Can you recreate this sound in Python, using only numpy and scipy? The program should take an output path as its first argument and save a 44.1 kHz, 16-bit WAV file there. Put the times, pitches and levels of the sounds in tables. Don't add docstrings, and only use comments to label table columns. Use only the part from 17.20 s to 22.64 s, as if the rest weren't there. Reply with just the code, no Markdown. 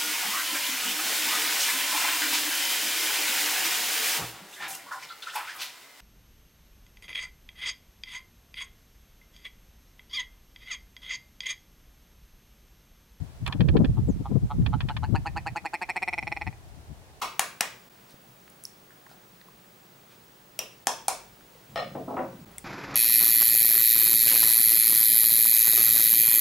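import sys
import numpy as np
from scipy import signal
from scipy.fft import rfft, irfft
from scipy.io import wavfile

SR = 44100
rng = np.random.default_rng(int(sys.argv[2]) if len(sys.argv) > 2 else 0)


def to_wav(sig):
    pcm = np.clip(np.atleast_2d(sig), -1, 1) * 32767
    pcm = np.round(pcm).astype(np.int16)
    wavfile.write(sys.argv[1], SR, pcm.T)


def level_to_linear(level):
    exponent = np.asarray(level, float) / 20
    return 10 ** exponent


N = 240019


def evened(x):
    return x / np.sqrt(np.mean(x ** 2) + 1e-20)


def read(points, hz):
    f, value = np.transpose(points)
    return np.interp(np.log(hz + 1), np.log(f + 1), value)


def shaped(x, points):
    size = x.shape[-1]
    gain = level_to_linear(read(points, np.fft.rfftfreq(size, 1 / SR)))
    return irfft(rfft(x) * gain, size)


def causal(points, size=2048):
    level_db = np.maximum(read(points, np.fft.rfftfreq(size, 1 / SR)), -80)
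    cepstrum = irfft(np.log(level_to_linear(level_db)), size)
    cepstrum[1:size // 2] *= 2
    cepstrum[size // 2 + 1:] = 0
    return irfft(np.exp(rfft(cepstrum)), size)


def resonate(x, hz, width):
    r = np.exp(-np.pi * width / SR)
    pole = r * np.exp(2j * np.pi * hz / SR)
    return 2 * signal.lfilter([1 - r], [1, -pole], x).real


def add(mix, start_s, sound):
    part = mix[..., round(start_s * SR):][..., :sound.shape[-1]]
    part += sound[..., :part.shape[-1]]


def place(tracks, start_s, level_db, room_db, pan_db, near, far):
    direct, lean, sent = tracks
    add(direct, start_s, level_to_linear(level_db) * near)
    add(lean, start_s, level_to_linear(level_db) * near * np.tanh(pan_db * np.log(10) / 40))
    add(sent, start_s, level_to_linear(level_db + room_db) * far)


# pitch_hz, level_db (per Hz)
HISS_COLOUR = [(41, -41.5), (70, -27), (125, 1), (240, -4.5), (698, -7.5), (2000, -13.5), (13700, -22),
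               (15300, -25)]
# pitch_hz, side_minus_mid_db
HISS_WIDTH = [(60, -17), (130, -18.5), (290, -7.5), (640, -2), (1410, 0.5), (3100, -2.5), (6820, -8.5),
              (15000, -36)]
SHOT_HISS = [0.33, 1.1, -0.34, 0.68, 0.21]


def hiss():
    mid, side = rng.standard_normal((2, N))
    level_db = -57.5
    mid = level_to_linear(level_db) * evened(shaped(mid, [*HISS_COLOUR, (16300, -67), (16700, -90)]))
    side = shaped(level_to_linear(level_db) * evened(shaped(side, HISS_COLOUR)), HISS_WIDTH)
    change_s = np.transpose(SCENE_CHANGES)[0]
    shot = np.searchsorted(change_s, np.arange(N) / SR)
    return mid * level_to_linear(np.array(SHOT_HISS)[shot]) + np.array([side, -side])


# start_s, rise_s, hold_s, release_s, level_db
COUNTER_SHAKE = (4.47, .1, .62, .2, -50)
# centre_s, half_width_s, level_db
FLOOR_SWELLS = [
    (4.0, 0.46, -68),
    (5.44, 0.25, -58),
]


def rumble():
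    house, floor = rng.standard_normal((2, N))
    t = np.arange(N) / SR
    start, rise, hold, release, shake_db = COUNTER_SHAKE
    corners = np.cumsum([0, rise, hold, release])
    shake = level_to_linear(shake_db) * np.interp(t - start, corners, [0, 1, 1, 0])
    swells = sum(level_to_linear(db) * np.clip(1 - abs(t - s) / half, 0, 1) for s, half, db in FLOOR_SWELLS)
    house = evened(resonate(resonate(house, 156, 140), 156, 140))
    floor = evened(resonate(resonate(floor, 49, 30), 49, 30))
    return (level_to_linear(-69) + shake) * house + (level_to_linear(-75) + swells) * floor


# pitch_hz, width_hz, level_db (rms)
DRONE_TONES = [(120, 3.1, -75), (178.5, 15, -69.5), (362, 44, -70.5)]


def hum():
    noise = rng.standard_normal(N)
    return sum(level_to_linear(db) * evened(resonate(noise, hz, width)) for hz, width, db in DRONE_TONES)


def whine():
    t = np.arange(N) / SR
    line_hz, field_hz, blank_s = 15625, 50, 0.01225
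    fields = (t - blank_s) * field_hz
    away = abs(fields - np.round(fields))
    gate = np.interp(away, [.095, .135, .25], [.12, .75, 1])
    return level_to_linear(-57) * gate * np.cos(2 * np.pi * line_hz * t)


# pitch_hz, level_db
NEAR_BRIGHTNESS = [(300, -9.5), (2000, -0.6), (6000, 5), (12000, 8), (16000, 2.5)]


def blow(ms, ring_db, crack, ring):
    t = np.arange(2048) / SR
    u = t * 1000 / max(ms, .2)
    fractures = rng.standard_normal(2048) * np.sqrt(rng.exponential(1, 2048))
    burst = fractures * np.minimum(.35 + u / .6, 1) * np.exp(-u ** 4)
    colour = causal(crack)
    burst = signal.fftconvolve(shaped(burst, NEAR_BRIGHTNESS), colour)[:2048]
    burst /= np.linalg.norm(burst)
    modes = np.zeros(2048)
    for hz, width, db in ring:
        modes += level_to_linear(db) * width * np.exp(-np.pi * width * t) * np.sin(2 * np.pi * hz * t)
    modes *= 1 - np.exp(-(u / 0.71) ** 2)
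    modes *= level_to_linear(ring_db) / np.linalg.norm(modes)
    near = burst + modes
    far = colour / np.linalg.norm(colour) + 0.34 * modes + 0.35 * burst
    scale = np.sqrt(ms * SR / 1000) / 4
    return scale * near, scale * far


# start_s, level_db (peak), crack_ms, ring_db (over the crack), room_db
EGG_TAPS = [
    (.0085, -6.5, 4.1, -4, -3),
    (0.1939, -2.5, 2.72, -6, -5.5),
    (0.4072, -5, 4.07, -5, -6.5),
    (3.3902, -10, 1.87, 0.5, -5),
    (3.6699, -5, 2.76, -0.5, -1),
    (3.8814, -5.5, 3.24, -1, -3.5),
]
# pitch_hz, level_db (per Hz)
EGG_CRACKS = [
    [(150, -20.5), (560, -11), (800, -1), (1300, -1), (1840, -18.5), (2450, -7), (3300, -12.5),
     (16000, -26.5)],
    [(120, -37), (763, -4.5), (1180, -4.5), (1320, -10.5), (1530, -4), (4120, -15.5), (9750, -12.5),
     (16000, -26)],
    [(120, -41), (300, -23), (800, -5), (960, -9), (2090, -6.5), (4120, -18), (7000, -15), (16000, -27.5)],
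    [(150, -21), (579, -4), (1700, -17.5), (2800, -5), (4400, -20.5), (5500, -7.5), (6000, -17),
     (13500, -19)],
    [(120, -48), (900, 1.5), (1350, -14.5), (4600, -21), (5940, -11.5), (6880, -16), (11500, -23.5),
     (16000, -39)],
    [(120, -58), (763, -1.5), (1940, -23.5), (2330, -12.5), (2910, -24.5), (5940, -16.5), (9580, -16.5),
     (16000, -33.5)],
]
# pitch_hz, width_hz, level_db
EGG_RINGS = [
    [(900, 580, -15), (1250, 150, 1), (2250, 350, 10)],
    [(186, 81, -14), (788, 110, 6), (2360, 100, -1)],
    [(217, 85, -14.5), (723, 143, 2), (1140, 280, -6), (2300, 430, -11), (5760, 260, 5.5)],
    [(248, 130, -18), (644, 40, -2), (2510, 67, 1), (3160, 140, 0), (5250, 270, 0), (5700, 81, 11.5)],
    [(254, 63, -19.5), (788, 93, -1.5), (1774, 310, -8.5)],
    [(244, 180, -23), (796, 74, 2), (2340, 40, -12.5)],
]


def egg_taps():
    tracks = np.zeros((3, N))
    for (start_s, db, ms, ring_db, room_db), crack, ring in zip(EGG_TAPS, EGG_CRACKS, EGG_RINGS):
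        near, far = blow(ms, ring_db, crack, ring)
        if start_s <= SCENE_CHANGES[0][0]:
            near = 0 * near
        place(tracks, start_s, db, room_db, 3.5, near, far)
    return tracks


# start_s, length_s, level_db (rms), centre_hz, width_hz
BRUSH_STROKES = [(0.882, 0.057, -59.5, 4300, 2500), (1.878, 0.07, -61.5, 4500, 3000),
                 (2.885, 0.087, -61, 2500, 2700), (5.255, .18, -66, 2000, 1500), (5.2, 0.24, -60, 490, 600),
                 (.7, 0.34, -63.5, 1100, 2000)]


def brushes():
    tracks = np.zeros((3, N))
    for start_s, length_s, db, hz, width in BRUSH_STROKES:
        noise = rng.standard_normal(min(int(length_s * SR), SR // 4))
        rub = evened(resonate(noise, hz, width)) * signal.windows.tukey(len(noise), .6)
        add(tracks[0], start_s, level_to_linear(db) * rub)
    return tracks


# start_s, level_db (peak), crack_ms, room_db, left_minus_right_db
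SHELL_SNAPS = [(.9077, -40, 1.2, -14, 0), (1.298, -42.5, 5, -12, 5), (1.4381, -21.5, 0.54, -8, 4),
               (1.44, -30, 1.5, -6, 5), (1.4525, -16.5, 1.1, -13.5, -4), (5.316, -40, 1.1, -8, -1),
               (5.3642, -45, 1.4, -12, 0), (5.3823, -15.5, 0.63, -13, 3.5), (5.384, -28, 2.3, -14, 3),
               (5.3914, -33, 1.2, -14, 0)]
SHELL_KIND = [0, 0, 0, 0, 1, 0, 0, 2, 2, 2]
# pitch_hz, level_db (per Hz)
SHELL_CRACKS = [
    [(2000, -12), (4000, -6), (7000, 3), (10500, 8), (13500, -7), (16000, -25)],
    [(3500, -28), (4800, -7), (5500, 7.5), (6500, -4), (10000, -10), (13000, -12), (16000, -37)],
    [(1200, -43), (2150, -24), (4500, -7.5), (7000, -5.5), (8800, 4.5), (12000, -6.5), (16000, -16)],
]
# pitch_hz, width_hz, level_db
SHELL_RINGS = [
    [(10050, 280, 0)],
    [(5440, 160, 2), (8600, 450, -10)],
    [(2100, 57, -5.5), (3430, 200, -20), (8940, 900, -12)],
]
SHELL_RING_LEVELS = [-12, -10, -7]


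def shell_snaps():
    tracks = np.zeros((3, N))
    for (start_s, db, ms, room_db, pan_db), kind in zip(SHELL_SNAPS, SHELL_KIND):
        near, far = blow(ms, SHELL_RING_LEVELS[kind], SHELL_CRACKS[kind], SHELL_RINGS[kind])
        place(tracks, start_s, db, room_db, pan_db, near, far)
    return tracks


# start_s, level_db (peak), pitch_hz (at start), length_ms,
# room_db
EGG_DRIPS = [(0.942, -35.5, 120, 1.8, -18), (1.279, -39, 2070, 0.81, -23), (1.706, -45.5, 1930, 3.9, -3),
             (1.865, -43, 2030, 3.4, -20), (1.869, -45.5, 1150, 4.2, -26), (1.899, -52, 1755, 7.2, 1.5),
             (1.913, -48, 900, 6.7, -3), (2.212, -50.5, 2120, 9.6, -14), (2.213, -49, 4580, 3.6, -22),
             (2.2838, -46.5, 1250, 9.1, -20), (2.444, -52.5, 2120, 5, -19), (4.209, -46, 1710, 1.9, -16),
             (4.352, -49.5, 566, 14, -12), (4.489, -52, 146, 32, 2), (5.33, -54, 2380, 4.8, -4)]


def drips():
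    tracks = np.zeros((3, N))
    for start_s, db, hz, ms, room_db in EGG_DRIPS:
        u = np.linspace(0, 1, int(ms * SR / 1000) + 8)
        glide_hz = hz * 0.66 ** u
        tone = np.sin(2 * np.pi * np.cumsum(glide_hz) / SR)
        swell = np.sqrt(np.sin(np.pi * u ** 0.56)) ** 3
        roughness = 1 + 0.24 * rng.standard_normal(len(u))
        sound = tone * swell * roughness
        place(tracks, start_s, db, room_db, 0, sound, sound)
    return tracks


# start_s, level_db (peak), room_db
KNIFE_BOUNCES = [
    (4.5580, -23.5, 10.5),
    (4.5760, -24, 6.5),
    (4.5905, -26, 5),
    (4.5985, -29, -0.5),
    (4.605, -44, 2),
    (4.619, -38, 10.5),
    (4.645, -38.5, -8),
]
# pitch_hz, level_db (per Hz)
KNIFE_COLOUR = [(150, -17), (480, -17), (630, 6.5), (950, -47), (2300, -16), (5400, -29), (5800, -35),
                (14000, -56)]
# pitch_hz, width_hz, level_db
KNIFE_MODES = [(555, 29, -1), (687, 57, 4), (1250, 140, -5), (1850, 59, -8), (2346, 170, -11.5),
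               (2980, 250, -10), (4115, 72, -14), (5130, 90, -17)]


def knife_bounces():
    tracks = np.zeros((3, N))
    for start_s, db, room_db in KNIFE_BOUNCES:
        near, far = blow(2.6, 13, KNIFE_COLOUR, KNIFE_MODES)
        place(tracks, start_s, db, room_db, 3, near, far)
    return tracks


# start_s, level_db (peak), contact_ms, ring_db, room_db
WOOD_KNOCKS = [(4.749, -24, 11.3, 1.5, 3.5), (4.76, -28, 5.6, -23, 7.5), (4.878, -25, 6.8, 5.5, 6),
               (4.904, -26.5, 6.2, 0, 8), (4.942, -25, 5.5, 4, 0), (4.966, -20.5, 8.7, -2.5, -10.5),
               (4.974, -22.5, 8.4, -1.5, 9), (4.989, -21, 3.8, 4, 1.5), (5.011, -26, 3.5, -9, 4.5),
               (5.024, -46, 6.4, 5, 18)]
WOOD_KIND = [0, 0, 1, 1, 1, 2, 2, 2, 2, 2]
# pitch_hz, level_db (per Hz)
WOOD_COLOURS = [
    [(47, -49), (134, -15), (218, -4.5), (319, 0), (684, 1.5), (1020, -14.5), (5000, -56), (11000, -120)],
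    [(47, -50), (125, -8), (269, -7.5), (684, 3.5), (1300, -13.5), (1740, -33), (5000, -50), (11000, -120)],
    [(47, -33), (250, -3.5), (478, -6.5), (540, 4.5), (1000, -6.5), (2600, -28.5), (3200, -42),
     (11000, -110)],
]
# pitch_hz, width_hz, level_db
WOOD_MODES = [
    [(137, 7.7, 0), (312, 35, 2), (526, 26, -12), (927, 23, -18), (1034, 23, -11)],
    [(275.5, 38, 5), (547, 14, -2), (705, 29, -3), (945, 41, -16), (1253, 37, -15)],
    [(354, 10, 5.5), (560, 39, -13), (751.5, 9, 4.5), (960, 57, 4), (1470, 35, -10), (1950, 110, -6.5)],
]


def wood_knocks():
    tracks = np.zeros((3, N))
    for (start_s, db, ms, ring_db, room_db), kind in zip(WOOD_KNOCKS, WOOD_KIND):
        near, far = blow(ms, ring_db, WOOD_COLOURS[kind], WOOD_MODES[kind])
        place(tracks, start_s, db, room_db, 1.5, near, far)
    return tracks


# pitch_hz, fade_s (time to fall 60 dB)
ROOM_FADE = [(250, 0.56), (660, 0.34), (1740, 0.41), (4590, 0.4), (12100, 0.26)]
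# pitch_hz, side_minus_mid_db
ROOM_WIDTH = [(60, -50), (130, -19), (290, -16), (640, -10.5), (1410, -5.5), (3100, -5.5), (6820, -6),
              (15000, -35)]
# pitch_hz, left_minus_right_db
ROOM_TILT = [(150, -0.5), (500, 1.5), (1500, 2.5), (4000, 0.3), (10000, -1.5)]
# delay_s, level_db (over the tail)
ROOM_ECHOES = [
    (.0062, -13.5),
    (0.0107, -15.5),
    (0.0135, -41),
]


def kitchen(x):
    size = SR // 2 + SR // 4
    noise = rng.standard_normal((2, size))
    hz, t, z = signal.stft(noise, SR, nperseg=256)
    fade_s = np.maximum(read(ROOM_FADE, hz), .05)[:, None]
    tail = signal.istft(z * level_to_linear(-60 * t / fade_s), SR, nperseg=256)[1][:, :size]
    tail *= np.clip((np.arange(size) / SR - .003) / 0.0038, 0, 1)
    tail /= np.linalg.norm(tail[0])
    for delay_s, db in ROOM_ECHOES:
        tail[0, round(delay_s * SR)] += level_to_linear(db)
    mid, side = tail[0], shaped(tail[1], ROOM_WIDTH)
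    half_tilt = np.array(ROOM_TILT) * [1, .5]
    left = shaped(mid, half_tilt) + side
    right = shaped(mid, half_tilt * [1, -1]) - side
    return signal.fftconvolve(x[None], np.array([left, right]), axes=1)[:, :N]


# pitch_hz, level_db
PAIR_SEPARATION = [(2500, -2), (7000, -3), (13000, -8)]


def microphones(tracks):
    direct, lean, sent = tracks
    lean = shaped(lean, PAIR_SEPARATION)
    return direct + np.array([lean, -lean]) + kitchen(sent)


def scene():
    tracks = egg_taps() + brushes() + shell_snaps() + drips() + knife_bounces() + wood_knocks()
    return hiss() + rumble() + hum() + whine() + microphones(tracks)


# centre_s, half_width_s, depth_db
SCENE_CHANGES = [
    (0.0142, 0.0069, -30),
    (.693, 0.0063, -18),
    (3.652, 0.0055, -17),
    (5.253, .006, -25),
]


def scene_dips(dry):
    t = np.arange(N) / SR
    dips = [np.clip(abs(t - s) / half, level_to_linear(db), 1) for s, half, db in SCENE_CHANGES]
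    return dry * np.prod(dips, axis=0)


def top_cut(x):
    return signal.sosfilt(signal.butter(12, 17020, fs=SR, output="sos"), x)


def record(dry):
    edge = signal.firwin(255, 16000, window=("kaiser", 8), fs=SR)
    mix = signal.oaconvolve(scene_dips(dry), edge[None], "same")
    return top_cut(mix)


dry = scene()
out = record(dry)
to_wav(out)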